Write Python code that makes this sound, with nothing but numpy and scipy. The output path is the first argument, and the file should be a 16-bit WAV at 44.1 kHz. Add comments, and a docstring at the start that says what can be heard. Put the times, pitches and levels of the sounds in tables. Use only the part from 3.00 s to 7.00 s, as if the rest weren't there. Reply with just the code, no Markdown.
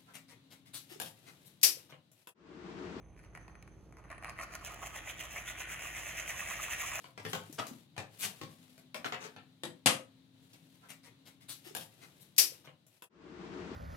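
"""In a quiet room, close to a two-port microphone, a large coin spins on the glass of a phone held on
an open palm. Upright, it only ticks and sings faintly; as it leans over, its rim rolls in a dense
chatter of tiny impacts, ever faster and louder, that swells with each turn. The impacts excite the
damped modes of the glass, the phone's body and the coin. The sound reaches the ports directly, by
scattering from hand, face and shirt, and as reverberation, over low room noise and a hum."""
import sys
import numpy as np
from scipy import signal
from scipy.fft import rfft, irfft, next_fast_len
from scipy.io import wavfile
from scipy.ndimage import uniform_filter1d

SR = 44100
rng = np.random.default_rng(int(sys.argv[2]) if len(sys.argv) > 2 else 0)


def master_out(mix):
    """Clip the mix to full scale and print it as 16-bit PCM to the path in sys.argv[1]."""
    frames = np.transpose(np.atleast_2d(mix))
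    ceiling = np.clip(frames, -1, 1)
    pcm = np.round(ceiling * 32767).astype(np.int16)
    wavfile.write(sys.argv[1], SR, pcm)


N = 176400
TIME = np.arange(N) / SR

# Levels are relative; a width is the standard deviation of a Gaussian power envelope.
# Spectrum of the room noise: f/Hz, level/dB
NOISE_SPECTRUM = [(20, -53), (32, -22), (42, -0.5), (52, -2.5), (80, 2), (110, -3), (165, -3.5),
                  (220, -9.5), (400, -11), (900, -22), (2000, -37), (3300, -35.5), (4600, -51), (7000, -56),
                  (11000, -43), (13000, -78), (16000, -62)]
# Tones of the hum: f/Hz, level/dB, rms wander/Hz
HUM_TONES = [(53.9, -61.5, 0.72), (119.1, -68, 2.2), (164.2, -70.5, 5), (317.4, -72, .6)]
# Envelope of the upright coin's singing: t/s, level/dB
SING_ENVELOPE = [(0, -86), (.09, -73), (.14, -82), (.45, -76), (.8, -81.5), (1.25, -81), (1.6, -88)]
# Steady rolling: t/s, glass level/dB, body re glass/dB, treble re glass/dB
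ROLL_ENVELOPE = [(0.0, -71, -1, -7), (0.5, -69, 7, -6), (0.85, -76, 2.5, 9), (1.03, -72.5, 10, -6),
                 (1.35, -61, 4, -1), (1.75, -53, -1.5, 2.5), (2.3, -53, -4, 1), (2.7, -45, -12, -5),
                 (3.25, -45.5, -7, 1.5), (3.6, -43.5, -8, 2), (4.0, -43, -10.5, 0.6)]
# Swells of rim contact: t/s, width/s, glass level/dB, body re glass/dB, treble re glass/dB
RIM_SWELLS = [(0.19, 0.008, -60, -14, -9), (0.245, 0.0099, -62.5, -14, -7), (0.364, 0.0066, -55.5, 0, -12),
              (0.42, 0.0074, -71, -1, -4), (0.49, 0.0051, -68, -4, -28), (0.99, 0.0084, -64.5, 6.5, -6),
              (1.053, 0.0046, -63.5, 7, -22), (1.125, 0.016, -51.5, 0.5, -23),
              (1.258, 0.016, -50.5, 2, -26), (1.294, 0.02, -52, 3.5, -15), (1.404, 0.013, -49, -3, -23),
              (1.43, 0.0086, -47.5, 0.5, -0.5), (1.545, 0.011, -48, -2.5, -3),
              (1.666, 0.0079, -50.5, -5, 6), (1.715, 0.03, -61.5, 8, -7), (1.838, 0.0068, -49, 3, -3),
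              (1.867, 0.0055, -51.5, 0.5, 7.5), (1.968, 0.014, -45.5, -8, -3),
              (2.077, 0.0064, -46.5, -7, -16), (2.098, 0.0096, -46.5, -11, 2),
              (2.207, 0.0084, -47, -13, 2.5), (2.247, 0.0086, -53.5, 3, 4), (2.324, 0.014, -53.5, -12, 2),
              (2.377, 0.023, -51.5, 0.5, 3.5), (2.491, 0.015, -43, -11.5, -1.5),
              (2.608, 0.013, -46, -11, 1.5), (2.72, 0.016, -47, -12, 1.5), (2.82, 0.0054, -59, -8, -1.0),
              (2.861, 0.024, -53.5, -2, 6), (2.982, 0.028, -52, -3, 5), (3.083, 0.027, -49, -11, 1.5),
              (3.192, 0.021, -45.5, -15.5, 0), (3.298, 0.012, -43, -22, 0.5), (3.398, 0.012, -44, -16, -5),
              (3.509, 0.071, -48.5, -10, 0), (3.635, 0.0081, -43, -26, 4), (3.727, 0.012, -39.5, -20, -2),
              (3.812, 0.01, -40, -14, -1.5), (3.878, 0.047, -49.5, -20, 3.5), (3.952, 0.0047, -41, -33, -6),
              (3.995, 0.0042, -44, -2, -10.0)]
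# Single knocks of the rim: t/s, glass level/dB, treble re glass/dB
RIM_KNOCKS = [(0.351, -23, -10.5), (0.375, -25.5, -11.5), (.481, -31, -10.5), (.554, -32, -19),
              (0.626, -32, -3), (0.677, -34.5, -9), (.925, -35.5, -6), (0.97, -34.5, -6.5),
              (1.04, -37, -16), (1.103, -27.5, -11), (1.115, -22.5, -9.5), (1.181, -24, -17),
              (1.226, -25, -14), (1.236, -25.5, -9), (1.246, -17.5, -11), (1.268, -26, -20),
              (1.29, -24.5, -10), (1.296, -19, -6), (1.367, -32, -19), (1.389, -19, -17),
              (1.397, -20.5, -15), (1.401, -25, -10), (1.413, -18, -7), (1.51, -32, -18), (1.553, -26, 8.5),
              (1.649, -27.5, 9.5), (1.829, -23, -7), (1.959, -22.5, -5), (3.952, -24.5, -4),
              (3.957, -23, 10)]
# Spectrum of one impact: f/Hz, level/dB
IMPACT_SPECTRUM = [(100, -28), (300, -18), (450, -10.5), (680, 3), (880, -6.5), (1150, -3), (1500, -3),
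                   (1900, 2), (2600, 3), (3100, -3.5), (3500, -11), (4200, -18), (4900, -18.5), (5300, -11),
                   (6200, -3), (7500, -4.5), (8400, -7), (9400, -10.5), (11000, -18.5), (11600, -16),
                   (12700, -12.5), (13800, -24), (14700, -12), (15700, -17)]
# Modes of the glass and phone: f/Hz, level/dB, T60/s
PLATE_MODES = [(720, -12, .03), (1120, -12, .04), (1251, -15, .05), (1476, -16, .06), (1815, -16, .06),
               (1887, -14, .06), (2045, -17, .05), (2444, -16, .06), (2584, -16, .06), (2944, -23, .05),
               (3103, -23, .05)]
# Coin mode that rings on while it stands upright: f/Hz, level/dB, T60/s
UPRIGHT_MODES = [(8820, -11, 0.27)]
# Lower short-lived coin modes: f/Hz, level/dB, T60/s
LOW_COIN_MODES = [(6040, -38, .05), (8930, -7, 0.037)]
# Highest coin mode: f/Hz, level/dB, T60/s
HIGH_COIN_MODES = [(11470, -14, 0.022)]
# Radiation of the upright coin relative to the leaning coin: f/Hz, gain/dB
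UPRIGHT_RESPONSE = [(700, -4.5), (1150, -0.5), (2400, -1.5), (2800, -7), (3400, -11.5), (4400, 12.5),
                    (6500, -3.5), (11000, 0.5), (14000, -6)]
# Catches of the milled edge on the glass: t/s, level/dB
EDGE_TICKS = [(.3512, -44), (.627, -44), (1.1022, -41), (1.2455, -33), (1.3886, -35), (1.5507, -28),
              (1.6485, -24), (1.6714, -26), (1.7439, -25), (2.142, -31), (2.2044, -21), (2.33, -25),
              (2.6125, -26), (2.6956, -27), (2.7945, -25), (3.2864, -25), (3.9556, -20)]
# Spectrum of one tick: f/Hz, level/dB
TICK_SPECTRUM = [(1500, -16), (4000, -9), (7000, -2), (10000, -3), (13000, 0), (16000, 0)]
# Further brief resonances of the contact, at a steady hollow pitch: t/s, level/dB
HOLLOW_TONES = [(1.122, -49), (1.291, -46.5), (1.407, -42.5), (1.622, -50), (1.713, -50.5), (1.832, -41.5),
                (1.94, -51), (2.249, -57), (2.364, -53), (2.613, -48.5), (2.856, -49), (3.425, -45),
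                (3.51, -44.5), (3.6, -42), (3.69, -47), (3.842, -41), (3.924, -42.5)]
# Gliding resonances of the contact: t/s, width/s, level/dB, starting f/Hz, final f/Hz
RIM_RASPS = [(1.668, 0.013, -49.5, 2920, 2380), (1.862, 0.0093, -51.5, 1700, 3100),
             (1.986, 0.014, -55, 3430, 3220), (2.1, 0.006, -45, 3060, 3430), (2.21, 0.013, -50, 3470, 2830),
             (2.375, 0.0082, -40.5, 2000, 2300), (2.483, 0.01, -51, 3100, 3650),
             (2.722, 0.013, -49.5, 1500, 1450)]
# Level difference between the ports: f/Hz, left minus right/dB
PORT_LEVEL_DIFFERENCE = [(400, -3.5), (750, -2.5), (1150, -5.5), (1500, 6.5), (2300, -0.5), (3100, -6.5),
                         (3900, -6), (4600, 9.5), (5400, 3), (6100, -17), (6900, -2), (8500, 0)]
# Phase difference between the ports: f/Hz, lead of left/rad
PORT_PHASE_LEAD = [(100, -.1), (1250, -.2), (1550, 1.2), (1750, .25), (3200, -.2), (4000, 1), (4800, 3),
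                   (5750, 3.2), (6250, .95), (7100, 1.15), (8000, 2.7), (9400, 3.7), (9800, 6),
                   (11100, 6.25), (11900, 8.8), (13650, 9.5), (13950, 12.3), (15700, 13)]
# Response of the scattering from hand, face and shirt: f/Hz, gain/dB
SCATTER_RESPONSE = [(500, -5), (1000, -4), (1550, 6), (2400, -1), (4000, 5), (5300, -4), (7000, 0),
                    (8400, -7), (10500, -3), (12700, -11), (15000, -5)]
# Reverberation time of the room: f/Hz, T60/s
REVERB_TIME = [(200, 1), (2000, 0.68), (8000, 0.38), (16000, 0.16)]
# Response of the path through the room: f/Hz, gain/dB
REVERB_RESPONSE = [(300, -17.5), (1500, -3.5), (2500, -6.5), (4000, -1), (7000, -20), (15000, -61)]

BODY_HZ, TREBLE_HZ = 1380, 3330  # crossovers of the three registers: body to glass, glass to treble
FIRST_RATE, LAST_RATE = 320, 1500  # mean impacts per second in the body and glass registers
LEAN_START_S, LEAN_DURATION_S = 1.35, 0.46
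LEAN = np.clip((TIME - LEAN_START_S) / LEAN_DURATION_S, 0, 1)  # 0 upright, 1 rolling on the rim


def amp(db):
    """Amplitude ratio of a level in decibels."""
    return 10 ** (np.asarray(db) / 20)


def unit(x):
    """Normalisation to rms 1."""
    return x / np.sqrt(np.mean(x ** 2) + 1e-20)


def along(points, hz):
    """Interpolation of (f/Hz, value) points on a logarithmic frequency axis."""
    f, values = np.transpose(points)
    return np.interp(np.log(hz + 1), np.log(np.sort(f) + 1), values)


def bell(centre_s, width_s):
    """Gaussian envelope of peak 1."""
    return np.exp(-.5 * ((TIME - centre_s) / width_s) ** 2)


def pan(db):
    """Constant-power left and right gains for a level difference."""
    gains = np.array([amp(db / 2), amp(-db / 2)]).reshape(2, -1)
    return gains / np.sqrt(np.mean(gains ** 2, axis=0))


def filtered(x, response):
    """Linear filtering: the spectrum is multiplied by a complex frequency response."""
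    size = next_fast_len(N + SR // 2)
    return irfft(rfft(x, size) * response(np.fft.rfftfreq(size, 1 / SR)), size)[..., :N]


def coloured(x, spectrum):
    """Zero-phase filtering by a table of (f/Hz, gain/dB)."""
    return filtered(x, lambda f: amp(along(spectrum, f)))


def narrowband(hz, width_hz):
    """Noise of rms 1 confined to a narrow band, which makes an unsteady tone."""
    return unit(filtered(rng.standard_normal(N), lambda f: 1 / (1 + ((f - hz) / width_hz * 2) ** 2)))


def click(gain, size=4096):
    """Minimum-phase pulse of energy 1 and given spectral shape, from the folded cepstrum."""
    cepstrum = irfft(np.log(np.maximum(gain(np.fft.rfftfreq(size, 1 / SR)), 1e-6)))
    folded = np.r_[cepstrum[0], 2 * cepstrum[1:size // 2]]
    pulse = irfft(np.exp(rfft(folded, size)))
    return pulse / np.linalg.norm(pulse)


def ring(modes):
    """Free vibration: a sum of damped sinusoids, each with the energy of its level."""
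    t = np.arange(SR // 4) / SR
    response = np.zeros(len(t))
    for hz, db, t60 in modes:
        wave = np.sin(2 * np.pi * (hz * t + rng.random())) * amp(-60 * t / t60)
        response += amp(db) * wave / np.linalg.norm(wave)
    return response


def background():
    """Low room noise, partly coherent between the ports, and a hum with random frequency modulation."""
    mid, side = unit(coloured(rng.standard_normal((2, N)), NOISE_SPECTRUM))
    side *= amp(-8.5)
    hum = np.zeros(N)
    for hz, db, wander_hz in HUM_TONES:
        cycles = rng.random() + np.cumsum(hz + wander_hz * narrowband(0, width_hz=8.04)) / SR
        hum += amp(db) * np.sqrt(2) * np.sin(2 * np.pi * cycles)
    return (amp(-59) * np.array([mid + side, mid - side]) + hum) * pan(-1.5)


def singing():
    """Sustained excitation: the pivoting edge keeps one mode of the coin sounding."""
    envelope = amp(np.interp(TIME, *np.transpose(SING_ENVELOPE)))
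    return envelope * narrowband(6190, width_hz=45) * pan(-9.5)


def chatter(spread_db=3.5, own_share=0.23, load_s=0.03):
    """Poisson impacts of rising rate share a steady load: mean power 1 in glass, body and treble."""
    rate = np.geomspace(FIRST_RATE, LAST_RATE, N) * np.array([[1], [1], [3]])  # denser in the treble
    hits = rng.random(N) < rate / SR
    common = np.sqrt(1 - own_share) * rng.standard_normal(N)
    own = np.sqrt(own_share) * rng.standard_normal((3, N))
    force = hits * amp(spread_db * (common + own))
    span = int(load_s * SR / 2)
    load = np.abs(uniform_filter1d(uniform_filter1d(force ** 2, span), span))
    return force / np.sqrt(load + 1e-6)


def rim_force(contact_s=0.026):
    """Rolling and swells add in power and modulate the chatter; knocks are single impulses."""
    times, level, body, treble = np.transpose(ROLL_ENVELOPE)
    roll_db = np.array([np.interp(TIME, times, level + offset) for offset in (0, body, treble)]) - 0.5
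    gap = 1 - np.max([bell(swell[0], contact_s) for swell in RIM_SWELLS], axis=0)
    power = amp(roll_db + gap * np.array([[-4], [-2], [-9]])) ** 2  # the roll eases between swells
    for at, width, level, body, treble in RIM_SWELLS:
        power += amp(level + np.array([[0], [body], [treble]])) ** 2 * bell(at, width)
    force = np.sqrt(power) * chatter()
    for at, level, treble in RIM_KNOCKS:
        force[:, round(at * SR)] += amp(level + np.array([0, -1, treble]))
    return force


def strike(force, response):
    """Superposition of impulse responses, with random signs since each impact lands elsewhere."""
    return signal.fftconvolve(force * np.sign(rng.standard_normal(N)), response)[:N]


def impact_clicks(glass, body, treble):
    """Complementary crossovers divide the impact spectrum among the three registers of force."""
    def below(f, hz):
        return 1 / (1 + (f / hz) ** 12)

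    def pulse(power_share):
        return click(lambda f: amp(along(IMPACT_SPECTRUM, f)) * np.sqrt(power_share(f)))

    return (strike(body, pulse(lambda f: below(f, BODY_HZ)))
            + strike(glass, pulse(lambda f: (1 - below(f, BODY_HZ)) * below(f, TREBLE_HZ)))
            + strike(treble, pulse(lambda f: 1 - below(f, TREBLE_HZ))))


def travelling_contact(x, depth_db=2, width_hz=430.6, life_s=0.026):
    """A moving point of excitation favours ever different frequencies: a smooth random gain field."""
    spectra = signal.stft(x, nperseg=256)[2]
    field = uniform_filter1d(rng.standard_normal(spectra.shape), round(width_hz * 256 / SR), axis=0)
    field = uniform_filter1d(field, round(life_s * SR / 128), axis=1)
    return signal.istft(spectra * unit(amp(depth_db * unit(field))), nperseg=256)[1][:N]


def rolling_coin():
    """Impact excitation: each contact clicks and rings the modes of the plate and of the coin."""
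    glass, body, treble = rim_force()
    clicks = impact_clicks(glass, body, treble)
    plate = strike(body, ring([mode for mode in PLATE_MODES if mode[0] < BODY_HZ]))
    plate += strike(glass, ring([mode for mode in PLATE_MODES if mode[0] >= BODY_HZ]))
    metal = (1 - LEAN) * strike(glass, ring(UPRIGHT_MODES))
    metal += strike(glass, ring(LOW_COIN_MODES)) + strike(treble, ring(HIGH_COIN_MODES))
    return travelling_contact(clicks + amp(0.5) * plate) + metal


def radiation(x):
    """Radiation depends on tilt: the upright coin's colouring fades out as it leans."""
    return (1 - LEAN) * coloured(x, UPRIGHT_RESPONSE) + LEAN * x


def edge_ticks():
    """The milled edge catches the glass; so brief a force has a broad, bright spectrum."""
    force = np.zeros(N)
    for at, db in EDGE_TICKS:
        force[round(at * SR)] = amp(db)
    return signal.fftconvolve(force, click(lambda f: amp(along(TICK_SPECTRUM, f))))[:N]


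def hollow_note():
    """The resonance of the contact also answers briefly at a steady, hollow pitch near 1150 Hz."""
    power = sum(amp(db) ** 2 * bell(at, width_s=0.0055) for at, db in HOLLOW_TONES)
    tone = narrowband(1150, width_hz=270)
    local_rms = np.sqrt(np.abs(uniform_filter1d(tone ** 2, size=900)) + 1e-3)
    return np.sqrt(power) * tone / local_rms


def rasps(bandwidth_hz=470):
    """Forced vibration: the chatter drives a contact resonance that glides as the coin turns."""
    force = chatter()[0] * np.sign(rng.standard_normal(N))
    lowpass = signal.butter(2, bandwidth_hz / 2, fs=SR)
    out = np.zeros(N)
    for at, width, db, from_hz, to_hz in RIM_RASPS:
        span = np.abs(TIME - at) < 5 * width
        offset = (TIME[span] - at) / width
        hz = np.interp(offset, [-2, 2], [from_hz, to_hz])
        carrier = np.exp(2j * np.pi * np.cumsum(hz) / SR)
        # Shifting down, low-passing and shifting back makes a gliding band-pass.
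        tone = (signal.lfilter(*lowpass, force[span] / carrier) * carrier).real
        out[span] += amp(db) * unit(tone) * np.exp(-(offset / 2) ** 2)
    return out


def direct_path(x):
    """The direct wave differs between the ports in level and phase, according to frequency."""
    def response(f):
        half_lead = along(PORT_PHASE_LEAD, f) / 2
        return pan(along(PORT_LEVEL_DIFFERENCE, f)) * np.exp(1j * np.array([half_lead, -half_lead]))

    return filtered(x, response)


def scattering(x, t60=0.028, renew_s=0.15):
    """Early reflections from hand, face and shirt differ at each port and change as the hand moves."""
    t = np.arange(SR // 20) / SR
    step = round(renew_s * SR)
    wet = np.zeros((2, N + len(t)))
    for start in range(0, N, step):
        taps = rng.standard_normal((2, len(t))) * amp(-60 * t / t60) * (t > .001)
        taps /= np.linalg.norm(taps, axis=1, keepdims=True)
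        part = signal.fftconvolve(x[None, start:start + step], taps, axes=1)
        wet[:, start:start + part.shape[1]] += part
    return amp(-11) * coloured(wet[:, :N], SCATTER_RESPONSE)


def reverberation(x):
    """A diffuse field, independent at each port, decays exponentially and fastest in the treble."""
    hz, t, spectra = signal.stft(rng.standard_normal((2, SR // 2)), SR, nperseg=256)
    t60 = along(REVERB_TIME, hz)[:, None]
    tail = signal.istft(spectra * amp(-60 * t / t60) / np.sqrt(t60), SR, nperseg=256)[1]
    delayed = np.pad(x, (SR // 300, 0))
    wet = signal.fftconvolve(delayed[None], tail / np.linalg.norm(tail[0]), axes=1)[:, :N]
    return coloured(wet, REVERB_RESPONSE)


def scene():
    """Superposition at the ports of direct, scattered and reverberant sound, singing and background."""
    source = radiation(rolling_coin()) + rasps() + hollow_note() + edge_ticks()
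    at_ports = direct_path(source) + scattering(source) + reverberation(source)
    return amp(-2.0) * at_ports + singing() + background()


def record(dry):
    """Band limiting: a very steep low-pass filter removes the highest frequencies."""
    cutoff_hz = 15850
    return filtered(dry, lambda f: 1 / np.sqrt(1 + (f / cutoff_hz) ** 400))


dry = scene()
out = record(dry)
master_out(out)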